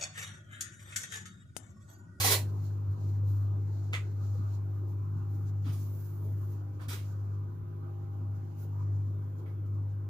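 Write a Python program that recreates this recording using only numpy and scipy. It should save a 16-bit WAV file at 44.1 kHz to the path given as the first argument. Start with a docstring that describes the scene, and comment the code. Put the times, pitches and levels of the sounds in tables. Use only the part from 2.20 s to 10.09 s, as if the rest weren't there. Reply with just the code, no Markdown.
"""A knife scrapes once through rolled icing on a kitchen counter: jerky slips of the edge, partly ringing in the blade.
Tools clink as struck resonances; the sheet is peeled up and laid down in soft pats, low counter booms and fine hiss.
A small hard kitchen answers scrape, clinks and pats with sparse echoes, heard by two unlike microphone ports.
Behind it a refrigerator hums on multiples of the mains over dull room air of shaped noise."""
import sys
import numpy as np
from scipy import signal
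from scipy.fft import rfft, irfft, next_fast_len
from scipy.io import wavfile
from scipy.ndimage import uniform_filter1d

SR = 44100
rng = np.random.default_rng(int(sys.argv[2]) if len(sys.argv) > 2 else 0)


def pcm_store(signal):
    """Save signal as 16-bit PCM."""
    levels = np.round(np.clip(np.atleast_2d(signal), -1, 1) * 32767)
    wavfile.write(sys.argv[1], SR, levels.astype(np.int16).T)


N = 347949  # length in samples


def gain_of(db):
    """Decibels to gain."""
    return 10 ** (np.asarray(db) / 20)


def evened(x):
    """Scales to rms 1."""
    return x / np.sqrt(np.mean(x ** 2) + 1e-20)


def curve(points, t):
    """Reads a breakpoint table along a straight axis."""
    return np.interp(t, *np.transpose(points))


def read(points, hz):
    """Reads a spectrum table on a log axis."""
    f, value = np.transpose(points)
    return np.interp(np.log(hz + 1), np.log(f + 1), value)


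def add(mix, s, sound):
    """Mixes a sound in at a time in seconds."""
    part = mix[round(s * SR):][:len(sound)]
    part += sound[:len(part)]


def coloured(x, points):
    """Filters by a spectrum table."""
    count = x.shape[-1]
    size = next_fast_len(count + 2048)
    gain = gain_of(read(points, np.fft.rfftfreq(size, 1 / SR)))
    return irfft(rfft(x, size) * gain, size)[..., :count]


def ringing(x, modes):
    """Sum of resonances, each of peak gain by its dB."""
    out = 0
    for hz, width, db in modes:
        b, a = signal.iirpeak(hz, hz / max(width, 5), SR)
        out = out + gain_of(db) * signal.lfilter(b, a, x)
    return out


def gliding(x, hz, width):
    """A resonance that follows the curve hz: shift down to zero, smooth, shift back up."""
    turn = np.exp(2j * np.pi * np.cumsum(hz) / SR)
    r = np.exp(-np.pi * width / SR)
    return 2 * (turn * signal.lfilter([1 - r], [1, -r], x / turn)).real


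def grit(count, spread_db):
    """Noise of tiny slips, a few of them large."""
    size_db = spread_db * np.minimum(rng.exponential(1, count), 5)
    return evened(rng.standard_normal(count) * gain_of(size_db))


def slow(per_s):
    """A smooth random drift of rms 1, made of sines up to per_s Hz."""
    t = np.arange(0, N + 256, 256) / SR
    drift = 0
    for f in np.geomspace(per_s / 10, per_s, 16):
        drift = drift + np.sin(2 * np.pi * (f * t + rng.random())) / np.sqrt(f)
    return np.interp(np.arange(N), 256 * np.arange(len(t)), evened(drift))


# Pressure of the knife stroke. Each row: time in seconds, pressure in dB.
STROKE_PRESSURE = [(0, -28), (0.038, -30.5), (0.045, -27), (0.1, -29), (0.12, -24), (0.133, -30),
                   (0.15, -43)]
# The edge catches and jumps. Each row: time in seconds, added pressure in dB.
EDGE_CATCHES = [(0.045, -24.5), (0.057, -29), (0.069, -28.5), (0.077, -30), (0.098, -28), (0.111, -25.5),
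                (0.118, -27), (0.13, -25), (0.139, -23.5)]
# Colour of the dry scrape. Each row: frequency in Hz, relative level in dB per Hz.
SCRAPE_COLOUR = [(120, -39.5), (200, -14.5), (462, -8), (677, -7.5), (939, -1.5), (1190, -10.5), (1500, -9),
                 (1940, -1.5), (3120, -4), (4100, -1), (11800, -9), (15400, -13.5)]
# Modes of blade and counter. Each row: centre in Hz before bending, width in Hz, relative gain in dB.
BLADE_MODES = [(444, 40, -4.5), (576, 55, 2), (780, 60, -1), (938, 39, 1.5), (1090, 55, 0),
               (1980, 230, -4.5), (2260, 62, -3), (4050, 85, -6.5), (4290, 45, 0.5), (4940, 60, -8),
               (7120, 190, -1.5), (5840, 55, -9), (11100, 86, -8)]
# Low note of the bending blade. Each row: time in seconds, pitch in Hz.
GROAN_PITCH = [(0, 483.4), (0.03, 319.6), (0.065, 281.6), (0.1, 451.5), (0.125, 597), (0.19, 539.5)]


def scrape(ring_db=-10.5, groan_db=-21, groan_width_hz=60., spread_db=3.0, bright=0.49, catch_s=.002, bend=.025):
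    """Slips of the edge on the counter in uneven jerks, partly ringing in the blade."""
    s, pressure_db = np.transpose(STROKE_PRESSURE)
    t = np.arange(0, s[-1], 1 / SR)
    force = gain_of(curve(STROKE_PRESSURE, t))
    for at, jump_db in EDGE_CATCHES:
        force += gain_of(jump_db) * (t > at) * np.exp(-abs(t - at) / catch_s)
    slips = np.pad(grit(len(t), spread_db) * force, (0, SR // 4))  # room for the ring to die

    t = np.arange(len(slips)) / SR
    pressure = gain_of(curve(STROKE_PRESSURE, t) - pressure_db.max())
    slips += bright * np.diff(slips, prepend=0) * pressure  # pressure brightens
    level = np.linalg.norm(slips)
    dry = coloured(slips, SCRAPE_COLOUR)

    flex = 1 + bend * slow(40.0)[:len(t)]  # the blade bends, so its modes drift
    ring = sum(gain_of(db) * gliding(slips, hz * flex, width) for hz, width, db in BLADE_MODES)
    groan = gliding(slips, curve(GROAN_PITCH, t), groan_width_hz)
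    parts = (0, dry), (ring_db, ring), (groan_db, groan)
    return level * sum(gain_of(share_db) * part / np.linalg.norm(part) for share_db, part in parts)


# Tools knocked together. Each row: start in seconds, relative level in dB.
CLINK_HITS = [(1.729, -36.5), (1.733, -27), (1.740, -26), (1.750, -26.5), (1.76, -34), (1.77, -39),
              (1.781, -40)]
# Resonances of the tools. Each row: centre in Hz before detuning, width in Hz, relative gain in dB.
TOOL_MODES = [(714, 230, -22), (1070, 130, -6), (1290, 90, 1), (2050, 93, 8), (2320, 120, -6),
              (2640, 90, 7), (3000, 140, -5), (3610, 120, -11), (4000, 200, -17), (6700, 300, -7)]
# Colour of the dull crack. Each row: frequency in Hz, relative level in dB per Hz.
CRACK_COLOUR = [(300, -3.5), (1200, 0), (2200, 9), (5000, -7.5), (8000, -15), (15000, -43)]


def clinks(tick_db=3.0, tick_s=0.0025, detune=.018):
    """Each knock is a short dull crack that also rings the tools, held a little differently each time."""
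    out, t = np.zeros(N), np.arange(SR // 10) / SR
    for s, db in CLINK_HITS:
        blow = grit(len(t), 1.6) * np.exp(-t / tick_s)
        # only the centre column is detuned
        hold = 1 + detune * rng.standard_normal((len(TOOL_MODES), 1)) * [1, 0, 0]
        ring = ringing(blow, np.array(TOOL_MODES) * hold)
        crack = coloured(blow, CRACK_COLOUR)
        knock = ring / abs(ring).max() + gain_of(tick_db) * crack / abs(crack).max()
        add(out, s, gain_of(db) * knock)
    return out


# The sheet and fingers meet the counter. Each row: start in seconds, relative level in dB, length in seconds,
# dull centre in Hz, share near 5 kHz in dB, share near 13 kHz in dB, share of the note in dB.
SOFT_TOUCHES = [(3.443, -56, 0.015, 2620, -8, -22, -10), (3.452, -51.5, 0.04, 1310, -16, -28, -16),
                (3.46, -58, 0.039, 2860, 0, -11, -4), (3.49, -57, .008, 2200, -6, -11, -18),
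                (3.523, -51.5, 0.014, 2000, 8, 4, -25), (3.541, -61, 0.053, 1100, -2, -2, -5),
                (4.593, -50.5, 0.012, 1700, -26, -31, -23), (4.609, -51, 0.011, 1150, -14, -22, -22),
                (4.625, -52, 0.011, 1250, -13, -28, -22), (4.683, -39, 0.013, 1500, 2.5, -4, -25),
                (4.704, -41, 0.023, 1390, -6, -15, -26), (4.73, -40.5, 0.0094, 1910, -4, -8, -18),
                (4.773, -51, 0.017, 2600, -4, -13, -20), (4.812, -63.5, .04, 2000, -3, -12, -19),
                (7.258, -56.5, 0.0053, 2130, -29, -44, -7), (7.274, -60, 0.011, 870, -25, -44, 2),
                (7.288, -65, 0.016, 2200, -29, -44, -15)]


def pats(fall_s=0.011, first=1.6, first_s=0.00029, sharp=12.0):
    """Soft contact: a burst of grit with a broad dull hump, a share of treble and a short note at the hump."""
    out, t = np.zeros(N), np.arange(SR // 5) / SR
    for s, db, length, hz, mid_db, top_db, note_db in SOFT_TOUCHES:
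        hold = np.exp(-np.maximum(t - length, 0) / fall_s)
        snap = first * np.exp(-t / first_s)  # the first touch snaps
        onset = np.minimum(t / 0.00032, 1)
        hump = [(hz / 4, -8), (hz, 0), (hz * 1.1, .5 * mid_db),
                (5000, mid_db), (8800, top_db + 2.5), (13000, top_db)]
        touch = grit(len(t), 2.2)
        note = evened(ringing(touch, [(hz, hz / sharp, 0)]))
        sound = evened(coloured(touch, hump)) + gain_of(note_db) * note
        add(out, s, gain_of(db) * sound * (hold + snap) * onset)
    return out


# Low booms of the counter top, and two faint swells near 490 Hz in the background (at 1.029 and 2.151 s).
# Each row: start in seconds, level before rise and decay in dB, pitch in Hz, 60 dB decay in seconds.
BOOMS_AND_SWELLS = [(0.68, -28, 95.5, 0.69), (1.731, -43.5, 488, 0.11), (1.735, -46, 704, 0.066),
                    (3.463, -31, 259, 0.083), (3.491, -22.5, 124, 0.069), (4.676, -25, 97, 0.1),
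                    (4.681, -35.5, 270, 0.07), (4.729, -44, 395, 0.1), (1.029, -52, 497, 0.2),
                    (2.151, -43, 487, 0.05)]


def booms(rise_cycles=0.93):
    """Each boom or swell is one decaying sine with a soft rise, like a panel mode pushed gently."""
    out, t = np.zeros(N), np.arange(SR // 2) / SR
    for s, db, hz, t60 in BOOMS_AND_SWELLS:
        rise = 1 - np.exp(-t * hz / rise_cycles)
        add(out, s, gain_of(db - 60 * t / t60) * rise * np.sin(2 * np.pi * hz * t))
    return out


# Single rubs of cloth and icing. Each row: loudest moment in seconds, length in seconds,
# relative level near 6 kHz in dB, relative level near 13 kHz in dB.
CLOTH_RUBS = [(0.318, 0.11, -85, -72), (0.448, 0.13, -69, -68), (0.72, 0.057, -78, -74.5),
              (0.82, 0.19, -72.5, -82.5), (0.909, 0.18, -73, -74), (1.132, 0.17, -70, -64),
              (1.652, 0.62, -71, -89), (2.058, 0.13, -67, -74), (2.198, 0.28, -72.5, -75),
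              (2.31, 0.14, -73.5, -79), (2.697, 0.066, -75, -68), (2.98, 0.042, -75, -80),
              (3.157, 0.17, -75, -68), (3.28, 0.049, -69, -75), (4.862, 0.22, -71, -73),
              (6.158, 0.073, -77.5, -76), (6.412, 0.098, -71, -61.5), (7.185, 0.07, -74, -73),
              (7.278, .06, -95, -75), (7.468, 0.038, -81, -75), (7.71, 0.077, -83, -95)]
RUB_RISE, RUB_END_DB = 0.37, -8.5  # share of the length spent rising; level at both ends
# The sheet is peeled off the counter.
# Each row: time in seconds, relative level near 6 kHz in dB, relative level near 13 kHz in dB.
PEEL_LEVELS = [(3.42, -77, -79), (3.58, -66, -62), (3.72, -72, -58.5), (3.88, -74, -61), (4.09, -79, -67),
               (4.33, -74, -65.5), (4.42, -79, -93)]
# Faint stirring between the rubs, strongest at the very start.
# Each row: time in seconds, relative level near 6 kHz in dB, relative level near 13 kHz in dB.
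STIR_LEVELS = [(0, -72, -76.5), (1.2, -82, -83), (3.4, -79, -82), (4.5, -81, -87.5), (7.89, -83, -86.5)]


def rustle_levels(t, stir_db=2.5):
    """Gains of the two hiss bands: rubs arch up and down, the peel follows its curve, the stirring drifts."""
    stir_s, *stir_bands = np.transpose(STIR_LEVELS)
    peel_s, *peel_bands = np.transpose(PEEL_LEVELS)
    power = gain_of([np.interp(t, stir_s, band) + stir_db * slow(4.4)[::64] for band in stir_bands]) ** 2
    power += gain_of([np.interp(t, peel_s, band, -200, -200) for band in peel_bands]) ** 2
    for s, length, *levels_db in CLOTH_RUBS:
        away = (t - s) / np.where(t < s, RUB_RISE * length, (1 - RUB_RISE) * length)
        arch_db = RUB_END_DB * np.minimum(away ** 2, 20)
        power += gain_of(np.array(levels_db)[:, None] + arch_db) ** 2
    return np.sqrt(power)


# Colour of the lower hiss. Each row: frequency in Hz, relative level in dB per Hz.
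SWISH_COLOUR = [(1500, -14), (3600, -11.5), (5000, -6), (7000, -2), (8300, -15.5), (11000, -23)]
# Colour of the upper hiss. Each row: frequency in Hz, relative level in dB per Hz.
FIZZ_COLOUR = [(5000, -33), (9000, -13), (11500, -2), (14500, 1.5), (16000, 4)]
# While the arm sweeps wide the rustle also whistles. Each row: centre in Hz, width in Hz, relative gain in dB.
WHISTLE_MODES = [(4200, 450, 0)]
# How much of it whistles. Each row: time in seconds, mean share in dB.
WHISTLE_AMOUNT = [(2.4, -10), (2.8, -20)]


def rustle(flicker_db=1.5):
    """Fibres and sticky icing let go in a fine hiss, unrelated in the two ports."""
    t = np.arange(N) / SR
    levels = rustle_levels(t[::64]).repeat(64, 1)[:, :N]
    swish_gain, fizz_gain = levels * gain_of(flicker_db * slow(40.0))
    fibres = grit(2 * N, 1.5).reshape(2, N)
    whistle_db = curve(WHISTLE_AMOUNT, t) + 2.5 * slow(25.0)  # comes and goes
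    whistle = evened(ringing(fibres, WHISTLE_MODES)) * gain_of(whistle_db)
    swish = evened(coloured(fibres, SWISH_COLOUR)) + whistle
    fizz = evened(coloured(fibres, FIZZ_COLOUR))
    return swish * swish_gain + fizz * fizz_gain


# Decay of the small hard kitchen. Each row: frequency in Hz, 60 dB decay in seconds.
KITCHEN_DECAY = [(300, 0.3), (1000, 0.21), (4000, 0.19), (12000, 0.19)]
# Long waves reach both ports alike. Each row: frequency in Hz, left-right likeness from 0 to 1.
ECHO_LIKENESS = [(200, 0.9), (450, 0.81), (1000, 0.16)]


def echoes():
    """Sparse taps of random sign, alike in both ports only in the bass, each band dying at its own speed."""
    taps = np.zeros((2, SR // 2))
    starts = np.arange(60, SR // 2 - 20, 20)  # one tap in every 20 samples
    at = starts + rng.integers(0, 20, (2, len(starts)))
    np.put_along_axis(taps, at, rng.choice([-1., 1.], at.shape), 1)
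    hz, t, z = signal.stft(taps, SR, nperseg=256)
    same = np.clip(read(ECHO_LIKENESS, hz), 0, 1)[:, None]
    z = np.array([z[0], same * z[0] + np.sqrt(1 - same ** 2) * z[1]])
    decay = gain_of(-60 * t / read(KITCHEN_DECAY, hz)[:, None])
    tail = signal.istft(z * decay, SR, nperseg=256)[1]
    return tail / np.linalg.norm(tail[0])


def kitchen(x, turns_per_s=28.0):
    """Three sets of echoes fade into one another in turn, so the room's colour keeps changing."""
    turn = 2 * np.pi * turns_per_s * np.arange(N) / SR
    out = 0
    for k in range(3):
        share = np.sqrt(2 / 3) * np.cos(turn + k * np.pi / 3)  # the three powers add up to 1
        out = out + signal.fftconvolve(x[None] * share, echoes(), axes=1)[:, :N]
    return out


MAINS_HZ = 50.018
# The hum swells and sinks; its strongest partial, twice the mains. Each row: time in seconds, rms level in dB.
DRONE_LEVEL = [(0.0, -32), (0.75, -33.5), (1.1, -27.5), (1.58, -33), (1.92, -34), (2.13, -30.5),
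               (2.45, -33.5), (3.0, -34), (3.45, -31.5), (3.92, -38), (4.11, -32), (4.62, -39.5),
               (5.03, -34), (5.19, -34), (5.35, -40), (5.93, -37.5), (6.1, -33.5), (6.33, -40),
               (6.74, -29.5), (7.21, -39), (7.58, -32), (7.89, -36.5)]
# Hum partials besides the strongest. Each row: multiple of the mains, mean rms level in dB,
# left-right difference in dB, radians by which left leads.
HUM_PARTIALS = [(3, -53, -0.5, 0.24), (5, -63, -3, 1), (6, -63.5, -3.5, -0.47), (7, -61.5, -5.5, -1.3),
                (8, -70, 0.5, -0.2), (10, -74, 0.5, 0.88), (11, -78.5, -1, 0), (16, -76, -5, 0.47),
                (20, -78.5, -5, 1.76)]


def fridge(drone_pan_db=1.3, drone_lead=-.08, waver_db=1.3, wander=.003):
    """Steady partials locked to the mains, the weak ones wavering; drone_lead is radians by which left leads."""
    t = np.arange(N) / SR
    side = np.array([[.5], [-.5]])  # left, right
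    turn = 2 * np.pi * MAINS_HZ * t
    out = gain_of(curve(DRONE_LEVEL, t) + side * drone_pan_db) * np.sin(2 * turn + side * drone_lead)
    for k, db, pan_db, lead in HUM_PARTIALS:
        phase = 2 * np.pi * rng.random() + wander * k ** 2 * slow(11.0)  # the higher, the fuzzier
        level_db = db + waver_db * (1 + k / 10) * slow(3.0) + side * pan_db
        out += gain_of(level_db) * np.sin(round(k) * turn + phase + side * lead)
    return np.sqrt(2) * out  # rms to peak


# Colour of the room air. Each row: frequency in Hz, relative level in dB per Hz.
AIR_COLOUR = [(25, -18.5), (60, -17), (90, 1), (130, 1.5), (200, -6.5), (350, -9.5), (480, -21.5),
              (1150, -20.5), (1520, -23.5), (1760, -34.5), (6500, -49), (8500, -54), (13000, -41.5),
              (15500, -46.5)]
# The room favours some pitches of the air. Each row: frequency in Hz, lift in dB.
AIR_PITCHES = [(430, 5.5), (610, 5), (920, 2.5), (986, 2), (1066, 5.5), (1215, 6)]
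# Likeness of the air in the ports. Each row: frequency in Hz, left-right likeness from -1 to 1.
AIR_LIKENESS = [(25, 0.89), (70, 1.0), (150, 0.83), (380, 0.99), (950, -0.14), (2380, -0.05), (5980, -0.53),
                (15000, -0.14)]
# Lean of the air. Each row: frequency in Hz, left-right difference in dB.
AIR_LEAN = [(60, -1), (130, -2), (290, -4.5), (640, -3), (1410, -2), (3100, -2), (6820, 0), (15000, -5.5)]
# The low air follows the hum. Each row: frequency in Hz, share of its swell.
HUM_SWELL_SHARE = [(120, 0.21), (200, 0.59), (500, 0.055)]
# Rise and fall of the air's middle band. Each row: time in seconds, relative level in dB.
MIDS_LEVEL = [(0.3, -60), (0.57, -62.5), (4.94, -63), (5.45, -64.5), (6.63, -62.5), (7.85, -65)]
# How far each pitch follows the middle band. Each row: frequency in Hz, share of that rise and fall.
MIDS_FOLLOW = [(330, 0.38), (480, 1), (1500, 1), (2200, 0.5)]


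def air(level_db=-50, patchy_db=3.0, mode_half_width_hz=14, drone_mean_db=-34, mids_mean_db=-63):
    """Fan and street noise: random short-time spectra with drifting patches, most alike in the ports at low pitch."""
    frames, hz = N // 512 + 5, np.fft.rfftfreq(2048, 1 / SR)
    t = np.arange(frames) * 512 / SR
    a, b, c, d, patches = rng.standard_normal((frames, 1025, 5)).T
    patches = evened(uniform_filter1d(uniform_filter1d(patches, 16, 0), 8, 1))

    same = np.clip(read(AIR_LIKENESS, hz), -1, 1)[:, None]
    left = a + 1j * b
    z = np.array([left, same * left + np.sqrt(1 - same ** 2) * (c + 1j * d)])
    lean = np.array([.5, -.5])[:, None, None] * read(AIR_LEAN, hz)[:, None]

    mids_share = read(MIDS_FOLLOW, hz)[:, None]
    swell = read(HUM_SWELL_SHARE, hz)[:, None] * (curve(DRONE_LEVEL, t) - drone_mean_db)
    swell += mids_share * (curve(MIDS_LEVEL, t) - mids_mean_db)
    modes_db = sum(db / (1 + ((hz - at) / mode_half_width_hz) ** 2) for at, db in AIR_PITCHES)
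    colour = (read(AIR_COLOUR, hz) + modes_db)[:, None]
    patch_depth_db = patchy_db * (0.63 + 0.31 * mids_share)  # the middle band is patchiest
    z *= gain_of(colour + lean + swell + patch_depth_db * patches)
    noise = signal.istft(z, nperseg=2048, noverlap=1536)[1][:, :N]
    return gain_of(level_db) * evened(noise)


# Lean of the near sounds. Each row: frequency in Hz, left-right difference in dB.
PORT_LEAN = [(60, 2), (130, -2), (290, 0), (640, -1), (1410, -5), (3100, -2), (6820, -2), (15000, -13)]
PORT_LAG = 9  # samples by which the direct sound reaches the right port later


def scene():
    """Contacts, echoes and rustle are tinted by each port; booms, hum and air are laid under them."""
    knocks, contacts = clinks(), pats()
    add(contacts, 0, scrape())
    direct = gain_of(-10.5) * contacts + gain_of(-6) * knocks  # the knock is close and dry
    room = gain_of(-4.0) * kitchen(contacts + gain_of(-2) * knocks)
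    near = np.array([direct, np.roll(direct, PORT_LAG)]) + room + rustle()
    hz, lean_db = np.transpose(PORT_LEAN)
    left = coloured(near[0], np.c_[hz, lean_db / 2])
    right = coloured(near[1], np.c_[hz, -lean_db / 2])
    return np.array([left, right]) + booms() + fridge() + air()


def record(dry, edge_hz=15560):
    """The band limit: a steep low-pass on both ports."""
    low_pass = signal.firwin(1023, edge_hz, window=("kaiser", 9), fs=SR)
    return signal.oaconvolve(dry, low_pass[None], "same")


dry = scene()
out = record(dry)
pcm_store(out)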